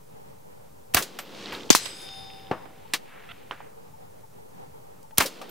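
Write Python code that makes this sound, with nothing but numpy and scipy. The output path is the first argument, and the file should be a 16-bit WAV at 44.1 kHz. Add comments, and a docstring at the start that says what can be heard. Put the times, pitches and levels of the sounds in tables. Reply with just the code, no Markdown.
"""Two suppressed rifle shots and a steel plate

A suppressed rifle fires twice from the back of a car: blast, clattering action, ringing brass, hill echoes.
A far microphone hears the first bullet strike a plate, which rings as grit patters and the blast comes late.
Blows are shaped noise, brass and plate are decaying sines, echoes and air are filtered noise. Each
microphone has its own gain control: the near one turns down bass, the far one everything.
"""
import sys
import numpy as np
from scipy import signal
from scipy.fft import rfft, irfft
from scipy.io import wavfile
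from scipy.ndimage import uniform_filter1d

SR = 44100
rng = np.random.default_rng(int(sys.argv[2]) if len(sys.argv) > 2 else 0)


def persist_wave(psi):
    """Save psi, clipped to +-1, as 16-bit WAV."""
    counts = np.round(np.clip(psi, -1, 1) * 32767).astype(np.int16)
    wavfile.write(sys.argv[1], SR, np.atleast_2d(counts).T)


N = 242550  # samples


def amp(db):
    """Turn decibels into a linear gain."""
    return 10 ** (np.asarray(db) / 20)


def evened(x):
    """Scale a sound to an RMS of one."""
    return x / np.sqrt(np.mean(x ** 2) + 1e-20)


def read(points, hz):
    """Read a colour curve at any frequency, along a log-frequency axis."""
    f, value = np.transpose(points)
    return np.interp(np.log(hz + 1), np.log(f + 1), value)


def add(mix, s, sound):
    """Lay a sound into the mix at a time in seconds, cut off at the end."""
    part = mix[:, round(s * SR):][:, :sound.shape[-1]]
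    part += sound[..., :part.shape[1]]


def panned(db):
    """Split a left-right level difference into one dB offset for each side."""
    return np.array([[db / 2], [-db / 2]])


def smooth_random(size, width):
    """A slow random curve with an RMS of one."""
    return evened(uniform_filter1d(rng.standard_normal(size), width))


def thinned(x, cut_hz):
    """Take the low end out of a sound."""
    return signal.sosfilt(signal.butter(2, cut_hz, "high", fs=SR, output="sos"), x)


def noise(size, colour, same):
    """Two channels of noise of a given colour (dB as a function of Hz) and left-right likeness."""
    a, b = rng.standard_normal((2, size))
    same = np.clip(same, -1, 1)
    pair = np.array([a, same * a + np.sqrt(1 - same ** 2) * b])
    gain = amp(colour(np.fft.rfftfreq(size, 1 / SR)))
    return evened(irfft(rfft(pair) * gain, size))


def bursts(rows, tail_db, tail_t60, tail_hz):
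    """Each blow is a puff of noise with a quick rise and a decay; a weaker, duller tail follows."""
    out, t = np.zeros((2, N)), np.arange(12000) / SR
    for s, db, hz, pan, below, above, rise, t60, same in rows:
        def colour(f):
            low_side = below * np.minimum(np.log2(f / hz + 0.0062), 0)
            high_side = above * np.maximum(np.log2(f / hz + 0.012), 0)
            return low_side - high_side

        puff = noise(len(t), colour, same)
        dull = signal.lfilter(*signal.butter(1, tail_hz, fs=SR), puff)
        sound = amp(-60 * t / t60) * puff + amp(tail_db - 60 * t / tail_t60) * dull
        attack = np.minimum(t / max(rise, 1e-4), 1) ** 2
        # the noise body sits 7 dB under the level in the table, as room for its peaks
        add(out, s, amp(db - 7.0 + panned(pan)) * attack * sound)
    return out


# the two shots: t/s, level/dB
SHOTS = [(0.9449, -1), (5.1809, -0.5)]
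# what every shot sets off: hammer, blast, bolt flying back, rattle, thud and clack of the bolt going home
# t/s after the shot, level/dB re the shot, centre f/Hz, left-right/dB, fall below/(dB/octave),
# fall above/(dB/octave), rise/s, t60/s, left-right likeness
RIFLE = [(-.0066, -21.5, 3000, -6, 4.5, 3.5, 0.00031, 0.098, 0.65),
         (0, 5.5, 8000, -1.5, 0.4, -2, 0.00125, 0.025, 0.57),
         (0.0173, 1.5, 1520, 0, 3.5, 4, 0.01, 0.055, 0.79),
         (.03, -12.5, 800, 0.5, -4, -0.5, 0.011, 0.152, 0.55), (.067, -22.5, 478, 3, 12, 25, .005, .09, 1),
         (.077, -18, 4200, -0.5, 11, 5, 0.0022, 0.088, 0.91)]
THUMP_DB, THUMP_AFTER_S, THUMP_S = -9.5, 0.0042, 0.0017  # low push: re the shot, delay, time scale


def rifle():
    """Every shot plays the same chain of blows; the blast's pressure step and undershoot shake the car."""
    rows = [(s + after, db + part_db, *rest) for s, db in SHOTS for after, part_db, *rest in RIFLE]
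    out = bursts(rows, tail_db=-13, tail_t60=0.21, tail_hz=2560)
    u = np.arange(4000) / SR / THUMP_S
    push = u * (2 - u) * np.exp(-u)  # swings up, then below zero
    for s, db in SHOTS:
        add(out, s + THUMP_AFTER_S, amp(db + THUMP_DB) * push)
    return out


# at the plate: strike, splinters, plate slamming its hook, rebound, late blast and its echo
# t/s, level/dB, centre f/Hz, left-right/dB, fall below/(dB/octave), fall above/(dB/octave), rise/s, t60/s,
# left-right likeness
STRIKES = [(1.7028, 4, 6640, 6.5, 3.7, 28, 0.00034, 0.027, 0.36),
           (1.708, -14.5, 5200, 3, 17, 8, 0.0027, 0.24, 0.53),
           (1.7155, -10, 2494, 1.5, 2, 4, 0.0024, 0.024, 0.55),
           (1.7275, -5.5, 4860, 3, 8, 15, 0.00085, 0.04, 0.69),
           (1.7497, -2, 6300, 0.5, 3.5, 8, 0.00011, 0.11, 0.68),
           (1.853, -19.5, 3840, -26.5, 2.5, 9.3, 0.0045, 0.057, 0.2),
           (2.01, -33, 8000, -1, 1.5, 15, 0.0065, 0.16, 1),
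           (2.5115, -13.5, 1010, 3, 1, 14.5, 0.0011, 0.095, 0.95),
           (2.513, -24, 2600, -2, 1, 20, 0.0017, 0.03, 0.65),
           (2.654, -35, 690, -16, 7, 12, 0.0013, 0.053, 0.53)]


def strikes():
    """The bullet's strike, the plate's blows and the late blast are bursts of noise."""
    return bursts(STRIKES, tail_db=-17, tail_t60=0.49, tail_hz=6030)


# pressure swings at the far microphone; opposite shares = the capsule pair rocks
# t/s, level/dB, starting f/Hz, t60/s, slowing/s, left share, right share
JOLTS = [(1.7038, 4, 540, .03, .005, -1., 1.), (1.7503, -6, 400, .025, .008, 1., -1.),
         (1.704, -10, 260, .022, .1, 1., 1.), (1.75, 5, 1250, .007, .01, .9, 1.),
         (2.5134, -13, 440, .025, .1, 1.3, 1.), (2.5125, -27, 190, .045, .1, 1.2, 1.)]


def jolts():
    """Each pressure wave gives a damped swing of a few cycles, each slower than the last."""
    out, t = np.zeros((2, N)), np.arange(4000) / SR
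    for s, db, hz, t60, slowing, left, right in JOLTS:
        turns = hz * slowing * (1 - np.exp(-t / slowing))
        swing = amp(db - 60 * t / t60) * np.sin(2 * np.pi * turns)
        add(out, s, np.array([[left], [right]]) * swing)
    return out


# plate modes, each with a close partner; the swell is the swinging face turning to the microphone
# f/Hz, level/dB, t60/s, beat f/Hz, partner's share, swell/s
PLATE = [(775, -37.5, 3.94, 0.22, 0.8, 0.23), (865, -51, 3.7, 0.42, .4, 0.4),
         (1530, -47, 1.3, 1.3, .4, 0.069), (3640, -25.5, 1.38, 0.83, 0.14, 0.29),
         (4102, -22, .23, 30., .3, .003), (5050, -31, 1.58, 2.8, 0.11, 0.23),
         (5000, -25, 0.8, 7.4, .3, 0.1), (5130, -25, 0.14, 11, .5, .003),
         (6050, -31.5, 0.23, 7, 0.36, .003), (6600, -44.5, 1.24, 6.6, 0.93, .15),
         (8060, -23, 0.55, 2.9, 0.42, 0.059), (8414, -51, 0.8, 3., 0.47, .1),
         (10340, -38, 1.16, 5.65, 0.76, 0.082), (10800, -41.5, .25, 3., .4, .01),
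         (12160, -32, .1, 3., .4, 0.0086), (12457, -43.5, .9, 5.5, 0.46, 0.11),
         (12740, -56.5, .4, 3., .4, .01), (14675, -61, .6, 2.5, .4, .05)]
PLATE_S, TURNS_AWAY_S = 1.75, 1.0  # start of the ring; time from there to turn away


def plate():
    """Every mode is a close pair that beats; the swinging face turns to the microphone and away again."""
    out, t = np.zeros((2, N)), np.arange(2 * SR) / SR
    for hz, db, t60, beat, share, swell in PLATE:
        pair = np.sin(2 * np.pi * hz * t) - share * np.sin(2 * np.pi * (hz - beat) * t)
        facing = 1 - np.exp(-(t / max(swell, 1e-3)) ** 3)
        facing *= np.exp(-(t / TURNS_AWAY_S) ** 4)
        add(out, PLATE_S, amp(db - 60 * t / t60 + panned(3)) * facing * pair)
    return out


# brass cases landing and other knocks round the car
# t/s, level/dB, centre f/Hz, left-right/dB, fall below/(dB/octave), fall above/(dB/octave), t60/s
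KNOCKS = [(1.187, -21.5, 2190, 0.5, 0.7, 5.5, 0.084), (1.522, -27.5, 1510, 1, 1, 8, 0.25),
          (2.935, -8.5, 3870, 0.5, 1, 7, 0.075), (3.5113, -26, 1510, -3, 1.5, 14, 0.14),
          (3.603, -33, 830, -4, 14, 15, 0.05), (5.028, -38, 5980, -5, 10.5, 8, 0.019),
          (5.107, -34, 1990, 4.5, -3.7, 7, 0.034), (5.414, -25.5, 456, 2, 5.5, 6, 0.09),
          (5.442, -41, 2520, 0, 6, 10, 0.021), (5.492, -39, 3000, -5, 3, 10, .05)]
KNOCK_RISE_S, KNOCK_SAME = 0.0017, .9  # rise; left-right likeness


def knocks():
    """Knocks are thin noise bursts that share one rise and one stereo width."""
    rows = [(*row, KNOCK_RISE_S, t60, KNOCK_SAME) for *row, t60 in KNOCKS]
    return thinned(bursts(rows, tail_db=-23.5, tail_t60=0.18, tail_hz=2490), cut_hz=340)


# modes of a brass case: f/Hz before the pitch factor, level/dB re the ring, t60/s
BRASS = [(8064, -19, 0.034), (11700, -15, 0.085), (12630, -30, 0.15), (13330, 2, 0.15), (13640, -4, .05)]
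# its rings: t/s, level/dB, pitch factor of that case
BRASS_RINGS = [(1.189, -46, 0.93), (1.203, -47.5, 1.03), (1.527, -51, 1.01), (5.492, -45, 1.02)]


def brass():
    """The thin case rings high after it bounces, as a sum of decaying sines."""
    out, t = np.zeros((2, N)), np.arange(8000) / SR
    for s, db, pitch in BRASS_RINGS:
        ring = 0
        for hz, mode_db, t60 in BRASS:
            ring = ring + amp(mode_db - 60 * t / t60) * np.sin(2 * np.pi * hz * pitch * t)
        add(out, s, amp(db) * ring * np.minimum(t / .003, 1))
    return out


# small dry ticks, like pebbles landing: t/s, peak level/dB, f/Hz, left-right/dB
TICKS = [(1.4586, -24, 4000, -6), (1.523, -25, 2640, -2), (1.55, -24, 3850, -3), (1.6085, -30.5, 3200, -8),
         (1.634, -30, 3660, -4), (1.694, -31, 2993, -6), (1.9023, -34, 2960, -1), (2.0825, -38, 2800, -3),
         (2.1385, -37, 2680, -8), (2.1934, -38, 3340, -8), (2.3023, -34.5, 2770, -6),
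         (2.335, -42, 2860, -7), (2.3607, -46, 2770, -6), (2.3973, -40, 2970, -5), (2.47, -38, 3220, -8),
         (3.317, -34.5, 3040, -10), (3.5108, -22.5, 2940, -7), (3.5102, -20.5, 1046, -3.5)]
TICK_CYCLES, TICK_RISE_S = 12, .0005  # cycles to fall 60 dB; rise


def ticks():
    """Each tick is a few cycles of a sine that die at once."""
    out, t = np.zeros((2, N)), np.arange(1500) / SR
    for s, db, hz, pan in TICKS:
        decay = amp(-60 * t * hz / TICK_CYCLES)
        ring = decay * np.minimum(t / TICK_RISE_S, 1) ** 2 * np.sin(2 * np.pi * hz * t)
        add(out, s, amp(db + panned(pan)) * ring / abs(ring).max())
    return out


# course of the grit: t/s, level/dB
GRIT = [(1.76, -31), (2.186, -54), (2.49, -60.5)]
# colour of its wash: f/Hz, level/dB
GRIT_COLOUR = [(180, -31.5), (300, -8), (1620, -8), (3730, -4.5), (4690, -13), (5090, -4.5), (7540, -49),
               (8320, -16), (15000, -35)]


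def grit():
    """Lead dust and gravel rain down round the plate: a wash of noise with dense small ticks."""
    s, db = np.transpose(GRIT)
    t = np.arange(N) / SR
    landings = rng.random(N) < 120 / SR  # about 120 a second
    hits = amp(2.6 * np.minimum(rng.exponential(1, N), 4)) * landings
    patter = evened(signal.lfilter([1], [1, -np.exp(-1 / (0.0011 * SR))], hits))  # each dies in milliseconds
    tick_colour = lambda f: -14 * np.log2(f / 2900 + .01) ** 2
    wash = noise(N, lambda f: read(GRIT_COLOUR, f), 0.5)
    grains = evened(patter * noise(N, tick_colour, 1.0))
    fade = np.clip(np.minimum(t - s[0], s[-1] + 0.2 - t) / 0.09, 0, 1)
    return amp(np.interp(t, s, db)) * fade * (wash + 0.41 * grains)


# orders of the squeak: multiple of the base pitch, level/dB
SQUEAK_ORDERS = [(1, -11), (2, -2), (3, -3.5), (4, -1.5), (5, -5), (6, -16)]
SQUEAK_S, SQUEAK_LENGTH_S, SQUEAK_HZ = 3.287, 0.0363, 680  # start, length, mean pitch
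SQUEAK_DB, SQUEAK_SWELL_DB = -45.5, 2  # starting level; rise to the end


def squeak():
    """A hinge gives a short stick-slip chirp of unsteady pitch that swells, then stops."""
    out, t = np.zeros((2, N)), np.arange(0, SQUEAK_LENGTH_S, 1 / SR)
    wander = uniform_filter1d(rng.standard_normal(len(t)), 60)
    turns = np.cumsum(SQUEAK_HZ * (1 + .45 * wander)) / SR
    tone = evened(sum(amp(g) * np.cos(2 * np.pi * k * turns + k ** 2) for k, g in SQUEAK_ORDERS))
    tone = tone * amp(2.5 * smooth_random(len(t), 70))
    ends = np.minimum(np.minimum(t, SQUEAK_LENGTH_S - t) / 0.0036, 1)
    level_db = SQUEAK_DB + SQUEAK_SWELL_DB * t / SQUEAK_LENGTH_S
    add(out, SQUEAK_S, amp(level_db + panned(-4)) * ends * tone)
    return out


# echoes rolling back from the hills: t/s after the shot, boom of the blast level/dB,
# sizzle of the bullet's crack level/dB, centre of the sizzle f/Hz
ECHOES = [(.085, -51.5, -49, 3900), (.2, -49.5, -53, 2800), (.32, -48.5, -52.5, 2680),
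          (.45, -44.5, -45, 3060), (.6, -41, -42, 2460), (.72, -45.5, -51.5, 3700), (.82, -54, -56, 2500),
          (.9, -50.5, -44, 3500), (1.0, -52.5, -53, 3870), (1.3, -63, -57.5, 3320),
          (1.62, -54, -60.5, 1510), (1.85, -60, -60, 2220), (2.07, -62, -60, 2600), (2.2, -73, -49.5, 1450),
          (2.45, -59, -57.5, 2140), (2.53, -60, -60.5, 2210), (2.66, -69, -52.5, 1600),
          (2.8, -58, -67, 1450)]
# colour of the boom: f/Hz, level/dB
ECHO_COLOUR = [(59, -44.5), (100, -5.5), (200, 5), (541, 4.5), (634, -4), (694, -2), (1500, -10),
               (1950, -50.5), (3300, -120)]
SIZZLE_TOP_DB, TOP_FADE_DB = -16, 35.5  # flat floor that holds up the treble; its loss each second


def since_shot(t):
    """Seconds since the latest shot, endless before the first."""
    times = [s for s, db in SHOTS]
    return t - np.array([-np.inf] + times)[np.searchsorted(times, t)]


def echoes():
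    """After each shot a dull boom and a grainy sizzle, its centre wandering as near and far slopes answer."""
    after, boom_db, sizzle_db, centre_hz = np.transpose(ECHOES)
    t = np.minimum(since_shot(np.arange(N) / SR), 10)
    fade = np.clip(np.minimum(t - after[0], after[-1] + 0.024 - t) / 0.043, 0, 1)
    lumps = amp(1.5 * smooth_random(N, 120))
    grainy = evened(lumps * noise(N, lambda f: 0 * f, 0.88))
    hz, frames, z = signal.stft(grainy, SR, nperseg=512)
    late = np.minimum(since_shot(frames), after[-1])
    octaves = np.log2((hz[:, None] + 20) / np.interp(late, after, centre_hz))
    shape = amp(3.5 * np.minimum(octaves, 0) - 8.6 * np.maximum(octaves, 0) ** 2)
    shape = shape + amp(SIZZLE_TOP_DB - TOP_FADE_DB * late)
    shape = shape / np.sqrt(np.mean(shape ** 2, 0))  # moving the colour leaves the level alone
    sizzle = signal.istft(z * shape, SR, nperseg=512)[1][:, :N]
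    boom = noise(N, lambda f: read(ECHO_COLOUR, f), 0.94)
    boom = amp(np.interp(t, after, boom_db)) * boom
    sizzle = amp(np.interp(t, after, sizzle_db)) * sizzle
    return fade * (boom + sizzle)


# pips in the far air: t/s, level/dB
BLIPS = [(2.339, -48), (2.62, -39), (2.841, -40), (3.928, -40.5), (4.226, -40.5), (4.624, -42),
         (4.729, -42), (5.029, -41.5), (5.116, -38.5)]
BLIP_HZ, BLIP_S, BLIP_RIGHT = 879, 0.034, -0.5  # pitch, length, right share


def blips():
    """A faint short sine pips now and then in the far air, opposite in the two sides."""
    out, t = np.zeros((2, N)), np.arange(0, BLIP_S, 1 / SR)
    pip = np.sin(np.pi * t / BLIP_S) ** 2 * np.sin(2 * np.pi * BLIP_HZ * t)
    for s, db in BLIPS:
        add(out, s, amp(db) * np.array([[1], [BLIP_RIGHT]]) * pip)
    return out


# colour of the air at the near microphone: f/Hz, level/dB
NEAR_AIR = [(18, -47.5), (30, -10.5), (81, 0.5), (157, 1), (252, -9.5), (280, -7.5), (311, -13), (437, -12),
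            (801, -17), (889, -11), (1590, -21.5), (14400, -40.5), (16000, -82.5)]
# colour of the air at the far microphone: f/Hz, level/dB
FAR_AIR = [(18, -34.5), (30, -31.5), (75, -9.5), (199, -7), (336, -11), (437, 1.5), (632, -5), (684, -17.5),
           (740, -1.5), (889, -4), (1130, -16), (3310, -29), (12600, -46), (14800, -64), (16000, -40)]
NEAR_DB, FAR_DB = -55.5, -49.5  # RMS of each air before gain control


def air(colour, db, same, swell_db, patchy_db):
    """Breeze and distant rumble: coloured noise with a slow swell, broken into drifting patches."""
    steady = noise(N, lambda f: read(colour, f), same)
    hz, frames, z = signal.stft(steady, SR, nperseg=1024, noverlap=768)
    patches = uniform_filter1d(rng.standard_normal(z.shape[1:]), size=4, axis=0)
    patches = evened(uniform_filter1d(patches, size=7, axis=1))
    swell = evened(uniform_filter1d(smooth_random(len(frames), 12), size=12))
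    z = z * amp(swell_db * swell + patchy_db * patches * (hz[:, None] < 1500))
    return amp(db) * evened(signal.istft(z, SR, nperseg=1024, noverlap=768)[1][:, :N])


def hiss():
    """A bright steady noise floor that climbs 6 dB an octave from 600 to 6000 Hz."""
    return amp(-61.5) * noise(N, lambda f: 6 * np.log2(np.clip(f / 6000, .1, 1)), 0.54)


def turned_down(x, knee_db, depth_db, recover_db, attack):
    """Gain that drops after a loud sound, stays at its limit a while, then recovers at so many dB a second."""
    power = uniform_filter1d((x ** 2).mean(0), 200, origin=99)  # over the last few milliseconds
    power_db = 10 * np.log10(abs(power) + 1e-12)
    fall = np.arange(N) * recover_db / SR
    held_db = np.maximum.accumulate(power_db + fall) - fall
    over_db = np.clip(held_db - knee_db, 0, depth_db)
    r = np.exp(-1 / (attack * SR))
    return 1 / amp(signal.lfilter([1 - r], [1, -r], over_db))


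def scene():
    """The near microphone cuts its bass after a blast, the far one all its gain; both are mixed."""
    near = rifle() + knocks() + brass() + ticks() + squeak() + echoes()
    near += air(NEAR_AIR, NEAR_DB, 0.86, swell_db=1.5, patchy_db=1.5)
    bass = signal.sosfiltfilt(signal.butter(4, 140, fs=SR, output="sos"), near)
    near += bass * (turned_down(near, knee_db=-31, depth_db=16, recover_db=39, attack=0.036) - 1)
    far = thinned(strikes() + jolts(), cut_hz=130) + plate() + grit() + blips()
    far += air(FAR_AIR, FAR_DB, -0.86, swell_db=3.0, patchy_db=2.0)
    far *= turned_down(far, knee_db=-21.5, depth_db=8.5, recover_db=52.5, attack=0.041)
    return near + np.clip(far, -1, 1) + hiss()


EDGE_HZ, OFFSET = 15800, -.0029  # band limit; converter offset, re full scale


def record(dry):
    """A low cut and a small converter offset; peaks clip at full scale; then the band limit."""
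    cut = signal.sosfilt(signal.butter(3, 58, "high", fs=SR, output="sos"), dry) + OFFSET
    edge = signal.firwin(511, EDGE_HZ, window=("kaiser", 9), fs=SR)[None]
    return np.clip(signal.oaconvolve(np.clip(cut, -1, 1), edge, "same"), -1, 1)


dry = scene()
out = record(dry)
persist_wave(out)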